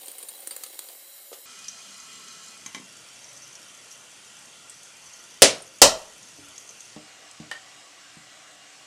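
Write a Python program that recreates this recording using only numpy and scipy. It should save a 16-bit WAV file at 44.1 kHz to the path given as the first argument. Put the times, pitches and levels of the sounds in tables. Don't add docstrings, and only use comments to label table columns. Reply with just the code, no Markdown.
import sys
import numpy as np
from scipy import signal
from scipy.io import wavfile
from scipy.ndimage import uniform_filter1d

SR = 44100
rng = np.random.default_rng(int(sys.argv[2]) if len(sys.argv) > 2 else 0)


def ratio_of_db(decibels):
    return 10 ** (np.asarray(decibels, float) / 20)


def output_pcm(signal):
    pcm = np.clip(np.atleast_2d(signal).T, -1, 1) * 32767
    wavfile.write(sys.argv[1], SR, np.round(pcm).astype(np.int16))


N = 390983
CONTACT_MS = 0.03


def peaked(x):
    return x / abs(x).max()


def read(points, hz):
    f, value = np.transpose(points)
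    return np.interp(np.log(hz + 1), np.log(f + 1), value)


def add(mix, s, sound):
    part = mix[round(s * SR):][:len(sound)]
    part += sound[:len(part)]


def band(x, low_hz, high_hz):
    edges_hz = [low_hz, min(high_hz, SR / 2.1)]
    return signal.sosfilt(signal.butter(3, edges_hz, "band", fs=SR, output="sos"), x)


def without_top_treble(x):
    return signal.sosfilt(signal.ellip(8, 1, 70, 13000, fs=SR, output="sos"), x)


def ring(hz, db, t60):
    t = np.arange(SR // 4) / SR
    return ratio_of_db(db - 60 * t / t60) * np.sin(2 * np.pi * hz * t)


def ringing(modes):
    return sum(ring(*mode) for mode in modes)


def tilted(modes, db_per_octave):
    middle = np.mean([np.log2(hz) for hz, db, t60 in modes])
    return [(hz, db + db_per_octave * (np.log2(hz) - middle), t60) for hz, db, t60 in modes]


def rattle(ms):
    t = np.arange(SR // 40) / SR
    decay = np.exp(-(1000 * t / ms) ** 1.1)
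    return peaked(rng.standard_normal(len(t)) * decay)


def struck(modes, ms, crack_db, low_hz, high_hz):
    burst = rattle(ms)
    sound = peaked(signal.fftconvolve(burst, ringing(modes)))
    crack = peaked(band(burst, low_hz, high_hz))
    add(sound, 0, ratio_of_db(crack_db) * crack)
    return sound


def room(x, wet_db):
    # (frequency [Hz], t60 [s])
    tiles = [(100, 0.48), (260, 0.11), (700, 0.23), (1840, 0.22), (4850, 0.23), (12800, 0.14)]
    # (frequency [Hz], starting level [dB])
    late = [(100, -23), (400, -19.5), (900, -14), (2000, -22.5), (6000, -33), (12000, -26.5)]
    late_t60 = 0.53
    taps = rng.standard_normal(SR)
    hz, t, z = signal.stft(taps, SR, nperseg=256)
    decay = ratio_of_db(-60 * t / read(tiles, hz)[:, None])
    decay += ratio_of_db(read(late, hz)[:, None] - 60 * t / late_t60)
    tail = signal.istft(z * decay, SR, nperseg=256)[1]
    tail *= np.clip(np.arange(len(tail)) / SR / 0.0002, 0, 1)
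    return x + ratio_of_db(wet_db) * signal.oaconvolve(x, tail / np.linalg.norm(tail))[:N]


def hiss():
    # (start [s], fade-in [s], top [Hz])
    parts = [(-1, .001, 15300), (1.456, .002, 13600), (2.5, .25, 13600), (6.96, .003, 13600)]
    # (frequency [Hz], density [dB per Hz])
    spectra = [
        [(24, -69), (40, -40), (273, -17), (359, -9), (496, -17), (548, -6.5), (926, -14.5), (2110, -9),
         (2270, -15), (3140, -7), (3380, -15), (3930, -3.5), (4800, -8.5), (8100, -4.5), (15500, -4)],
        [(12, -64), (20, -35), (193, -3), (275, -4.5), (315, -16), (361, -8), (714, -8.5), (796, -10.5),
         (1340, -5.5), (1710, -7.5), (2500, -7), (6330, -4), (13600, -24.5)],
        [(12, -57), (20, -33.5), (143, -2.5), (414, -4), (658, -1), (754, -4.5), (1370, -2.5), (1620, -4.5),
         (2790, -1.5), (4090, -5.5), (6330, -1), (9280, -5), (13600, -25.5)],
        [(12, -58), (20, -48), (112, -12.5), (253, -14), (324, -15), (437, -12.5), (623, -7.5), (888, -13),
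         (1170, -7.5), (2870, -8.5), (4320, -10), (7670, -9.5), (13600, -34)],
    ]
    # (frequency [Hz], width [Hz], height [dB])
    pipes = [
        [(546, 18, 10), (790, 28, 5), (2160, 18, 15), (3264, 40, 13), (3973, 42, 12), (4340, 500, -3.5),
         (6360, 320, -11), (7060, 45, 12), (7760, 40, 6), (8235, 60, 8), (10000, 35, 8), (11000, 100, -2),
         (12450, 65, 10), (14300, 52, 6)],
        [(1087, 19, 9.7), (1325, 53, 12.4), (2000, 20, 12), (2463, 20, 16), (2930, 220, 8.5), (3210, 39, 12),
         (4160, 36, 10.6), (4800, 50, 7.7), (6050, 68, 1.9), (6370, 81, 6), (7400, 280, 6.6), (9060, 2900, 6.1)],
        [(120.3, 15, 7.2), (1398, 80, 5.6), (1918, 42, 6.8), (2364, 31, 5.2), (2745, 50, 6.6), (2995, 30, 6.1),
         (3146, 46.7, 8.2), (3390, 31, 10.5), (4560, 240, 4.4), (5930, 60, 2.5), (6770, 68, 0.93)],
        [(295, 13.5, 17), (675, 20, 5.3), (760, 55, 9.8), (1126, 11, 15), (1955, 27, 9.4), (2420, 16, 1.9),
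         (2840, 59, 7.9), (3000, 17, 3.7), (3280, 26, 6.9), (3750, 10, 1.7)],
    ]
    # (time [s], level [dB])
    levels = [(0, -47.5), (1.45, -47.5), (1.46, -46), (2.4, -45.5), (2.7, -49), (5.3, -49.5), (5.7, -51.5),
              (6.3, -49), (8.87, -50)]
    frames = N // 1024 + 5
    hz, t = np.fft.rfftfreq(4096, 1 / SR), np.arange(N) / SR
    out = np.zeros(N)
    for (start, fade, top_hz), spectrum, resonances in zip(parts, spectra, pipes):
        real, imaginary, patches = rng.standard_normal((frames, 2049, 3)).T
        patches = uniform_filter1d(uniform_filter1d(patches, 30, 0), 4, 1)
        patches_db = 1.63 * patches / patches.std()
        db = read(spectrum, hz)
        db = db + sum(height / (1 + (2 * (hz - f) / width) ** 2) for f, width, height in resonances)
        db -= 60 * (hz > top_hz)
        bins = (real + 1j * imaginary) * ratio_of_db(db[:, None] + patches_db)
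        noise = signal.istft(bins, nperseg=4096, noverlap=3072)[1][:N]
        angle = np.pi / 2 * np.clip((t - start) / fade, 0, 1)
        out = np.cos(angle) * out + np.sin(angle) * noise / noise.std()
    return out * ratio_of_db(np.interp(t, *np.transpose(levels)))


def rubbing():
    # (start [s], length [s], loudest grain level [dB])
    rubs = [(3.15, 0.38, -41.5), (4.68, .3, -45.5), (5.03, 0.22, -42.5), (6.5, 0.44, -45)]
    grains_per_s = 150
    out = np.zeros(N)
    for start, length, db in rubs:
        for s, softness, pitch in rng.random((int(length * grains_per_s), 3)):
            mode = (5700 + 700 * pitch, 0, 0.012)
            grain = struck([mode], 4.1, -8.5, 5400, 9000)
            add(out, start + length * s, ratio_of_db(db - 11 * softness) * grain)
    return without_top_treble(room(out, -7))


def hands():
    # (time [s], level [dB], lowest mode [Hz], its t60 [s], crack level [dB])
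    thumps = [(1.317, -37, 490, 0.033, -22), (1.329, -34.5, 560, 0.022, -9), (2.766, -39, 276, 0.037, -25),
              (2.799, -42, 211, 0.045, -25), (6.386, -45.5, 288, .3, -26), (6.39, -52, 91, 0.18, -25),
              (6.70, -55, 463, 0.25, -20)]
    scrape_s, scrape_db, scrape_ms = 1.329, -33, 12
    out = np.zeros(N)
    for s, db, hz, t60, crack_db in thumps:
        modes = [(hz, 0, t60), (hz * 1.084, -3, t60 * 0.43),
                 (hz * 1.44, -6, t60 * 0.4), (hz * 2.04, -9, t60 * 0.48)]
        thump = struck(modes, CONTACT_MS, crack_db, 930, 7500)
        add(out, s, ratio_of_db(db) * peaked(band(thump, hz * 0.7, 12000)))
    add(out, scrape_s, ratio_of_db(scrape_db) * peaked(band(rattle(scrape_ms), 1100, 10300)))
    return without_top_treble(room(out, -1.6))


def bottle():
    # (time [s], level [dB], tilt [dB per octave])
    bumps = [(6.964, -30.5, 5), (7.401, -33, -6), (8.169, -44, -11.5)]
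    # (frequency [Hz], level [dB], t60 [s])
    body = [(125, -7, 0.042), (165, -2.5, 0.062), (225.7, -1.5, 0.098), (303, -4, 0.2), (445, 0, 0.038),
            (613, -5, 0.044), (790, -21, .04)]
    # (time [s], level [dB])
    clacks = [(7.5139, -18), (7.537, -34)]
    # (frequency [Hz], level [dB], t60 [s])
    cap = [(620, -17, 0.018), (860, -9, 0.021), (1230, -12, .018), (1540, -5, 0.018), (1831, 1, .05),
           (2330, -5, 0.015), (2900, -3, .012), (3600, -8, 0.0088)]
    out = np.zeros(N)
    for s, db, tilt_db in bumps:
        bump = struck(tilted(body, tilt_db), CONTACT_MS, -4.5, 930, 5400)
        add(out, s, ratio_of_db(db) * peaked(band(bump, 115, 12000)))
    for s, db in clacks:
        clack = struck(cap, CONTACT_MS, -6, 3400, 8200)
        add(out, s, ratio_of_db(db) * peaked(band(clack, 440, 13000)))
        skid = peaked(band(rattle(4), 950, 4400))
        add(out, s, ratio_of_db(db - 5.5) * skid)
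    return without_top_treble(room(out, -1.6))


def seating():
    # (time [s], level [dB], tilt [dB per octave])
    seatings = [(2.662, -24, -1), (2.748, -18, 0.5)]
    # (frequency [Hz], level [dB], t60 [s])
    button = [(264, -11, .03), (1094, -8.5, 0.029), (2050, -9.5, 0.052), (2360, -4.5, .02),
              (3200, 0, 0.0078), (3800, -4, 0.0075)]
    out = np.zeros(N)
    for s, db, tilt_db in seatings:
        knock = struck(tilted(button, tilt_db), CONTACT_MS, -6.5, 930, 8600)
        add(out, s, ratio_of_db(db) * peaked(band(knock, 150, 12000)))
    return without_top_treble(room(out, -1.6))


def ticks():
    # (time [s], level [dB], lower mode [Hz])
    clear = [(1.59, -34.5, 5730), (1.6417, -35.5, 5000), (1.682, -22.5, 5770), (1.9994, -35, 6380),
             (2.2812, -36, 6360), (2.4814, -37, 6900), (2.6614, -25, 6370), (2.7468, -26, 5900),
             (3.242, -33.5, 5780), (3.3743, -37, 6540), (3.553, -32, 5860), (3.9142, -31.5, 5780),
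             (4.6964, -31, 8040), (5.135, -35, 6420), (5.621, -34, 8880), (6.2292, -35, 6020),
             (6.558, -37, 5700), (6.579, -30.5, 6400), (6.691, -33.5, 6370), (6.8056, -31, 6580)]
    crackle_s, crackle_db = 7.3123, -34
    out = np.zeros(N)
    for s, db, hz in clear:
        pair = [(hz, 0, 0.012), (hz + 550, -3, 0.007)]
        add(out, s, ratio_of_db(db) * struck(pair, 4.65, -11.5, 4670, 8300))
    add(out, crackle_s, ratio_of_db(crackle_db) * peaked(band(rattle(3.55), 4500, 9600)))
    start_s, span_s = 1.5, 5.4
    for s, size, pitch in rng.random((340, 3)):
        mode = (5600 + 2600 * pitch ** 2, 0, 0.008)
        faint = struck([mode], 2.4, -3.5, 4900, 11000)
        add(out, start_s + span_s * s, ratio_of_db(-47.5 + 10 * size ** 2) * faint)
    return without_top_treble(band(room(out, -6), 2500, 19000))


def nut():
    # (time [s], level [dB], broad crack [dB], middle modes [dB], burst decay time [ms])
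    slips = [(0.0591, -30, -10, -9, 4.5), (0.0813, -24.5, -6, 0, 4.2), (0.1158, -28.5, -22, -7, 3.7),
             (0.183, -26.5, -17, -7, 4.9), (0.2273, -28, -14, -3, 8.1), (0.286, -26.5, -7, 0.5, 10),
             (0.4035, -31, -18, -7, 2.3), (0.4727, -23, 2, 0.5, 3.5), (0.5091, -24, -13, 1, 10),
             (0.564, -23, -2, -1, 2.3), (0.636, -23, 3, 14, 4.2), (0.6633, -30.5, -15, 1, 6),
             (0.7442, -35, -6, 1, 2.6), (0.791, -23, 1, 6, 2.7), (0.8869, -32, -8, 4.5, 4)]
    # (frequency [Hz], level [dB], t60 [s])
    nut_modes = [(558.5, -0.5, 0.062), (337, -16, 0.015), (3370, -17, 0.018), (4580, 3, 0.0024),
                 (9086, 2.5, 0.015), (9600, -23, .008), (14500, -0.5, 0.012)]
    hollow_db, thin_db = -21, -7.5
    out = np.zeros(N)
    for s, db, crack_db, mid_db, ms in slips:
        shares_db = [hollow_db, hollow_db, mid_db, mid_db, 0, 0, thin_db]
        modes = [(hz * rng.uniform(0.98, 1.02), d + share, t60)
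                 for (hz, d, t60), share in zip(nut_modes, shares_db)]
        add(out, s, ratio_of_db(db) * struck(modes, ms, crack_db, 3230, 13000))
    scrape_modes = [(hz, d - 12 * (hz < 1000), t60) for hz, d, t60 in nut_modes] + [(770, -1.5, 0.014)]
    scrape_span_s = 0.95
    for s, size in rng.random((110, 2)):
        scrape = struck(scrape_modes, 6.6, -2, 1130, 15000)
        add(out, scrape_span_s * s, ratio_of_db(-49.5 + 9.8 * size) * scrape)
    return band(band(room(out, -8), 220, 17000), 220, 17000)


def crack_colour(spectrum):
    hz = np.fft.rfftfreq(4096, 1 / SR)
    gain = np.log(ratio_of_db(np.maximum(read(spectrum, hz), -90)))
    full = np.r_[gain, gain[-2:0:-1]]
    return np.fft.ifft(np.exp(full - 1j * signal.hilbert(full).imag)).real


def snaps():
    # (time [s], crack level [dB], lid ring level [dB])
    catches = [(5.42, 6.989, -35), (5.8174, 8.487, -15.5)]
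    # (frequency [Hz], density [dB per Hz])
    colours = [
        [(18, -63), (30, -35), (546, 0), (787, -10.5), (874, -14.5), (1290, -13.5), (2130, -10.5), (3060, -7),
         (3310, -9), (6050, -6.5), (9680, -10.5), (15500, -45.5)],
        [(18, -79), (30, -42.5), (560, -6.5), (1330, -17), (1470, -23.5), (1860, -18.5), (2130, -23.5),
         (2620, -16.5), (3490, -18.5), (4080, -14), (7450, -10.5), (15500, -34.5)],
    ]
    # (frequency [Hz], level [dB], t60 [s])
    lid = [(273, -13, 0.022), (470, -17, 0.068), (520, -20, 0.057), (560, -7.5, 0.049), (652, 10.5, 0.1),
           (763, 2.5, 0.038), (1020, -17, 0.0378), (1398, 9.5, 0.025), (2000, 6.5, 0.033), (3180, 12, .04),
           (4120, 6, 0.026), (4420, 9, .04), (5440, -1.5, 0.033), (5780, 6, .04), (7190, -5.5, .03)]
    # (frequency [Hz], level [dB], t60 [s])
    sheen = [(4200, -7, .2), (4800, -4, .2), (5430, 4, .24), (5635, -2, 0.3), (5850, -0.5, .24)]
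    # (frequency [Hz], level [dB], t60 [s])
    cistern = [(282, -12, 0.18), (467, -12, 0.048), (487, -7.5, 0.16), (562, 8.5, .11), (656, -4, .16),
               (730, -12.5, 0.083)]
    hollow = ringing(cistern)
    hollow *= 1 - np.exp(-np.arange(len(hollow)) / SR / 0.013)
    out = np.zeros(N)
    for (s, db, lid_db), spectrum in zip(catches, colours):
        colour = crack_colour(spectrum)
        blow, direct = np.zeros((2, N))
        add(blow, s, ratio_of_db(db) * colour / np.linalg.norm(colour))
        add(blow, s, ratio_of_db(lid_db) * peaked(ringing(lid)))
        chatter = peaked(signal.fftconvolve(rattle(4.9), colour))
        add(direct, s, ratio_of_db(db + 3.5) * chatter)
        add(direct, s, ratio_of_db(db - 24) * ring(40, 0, 0.028))
        add(direct, s, ratio_of_db(lid_db + 9) * peaked(ringing(sheen)))
        add(direct, s, ratio_of_db(db - 16.5) * peaked(hollow))
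        out += room(blow, 16.85) + direct
    return out


def scene():
    return (hiss() + rubbing() + hands() + bottle() + seating() + ticks() + nut() + snaps())[None]


def low_pass(x):
    return signal.sosfilt(signal.butter(12, 15640, fs=SR, output="sos"), x)


def record(dry):
    clipped = np.clip(dry, -1, 1)
    return low_pass(clipped)


dry = scene()
out = record(dry)
output_pcm(out)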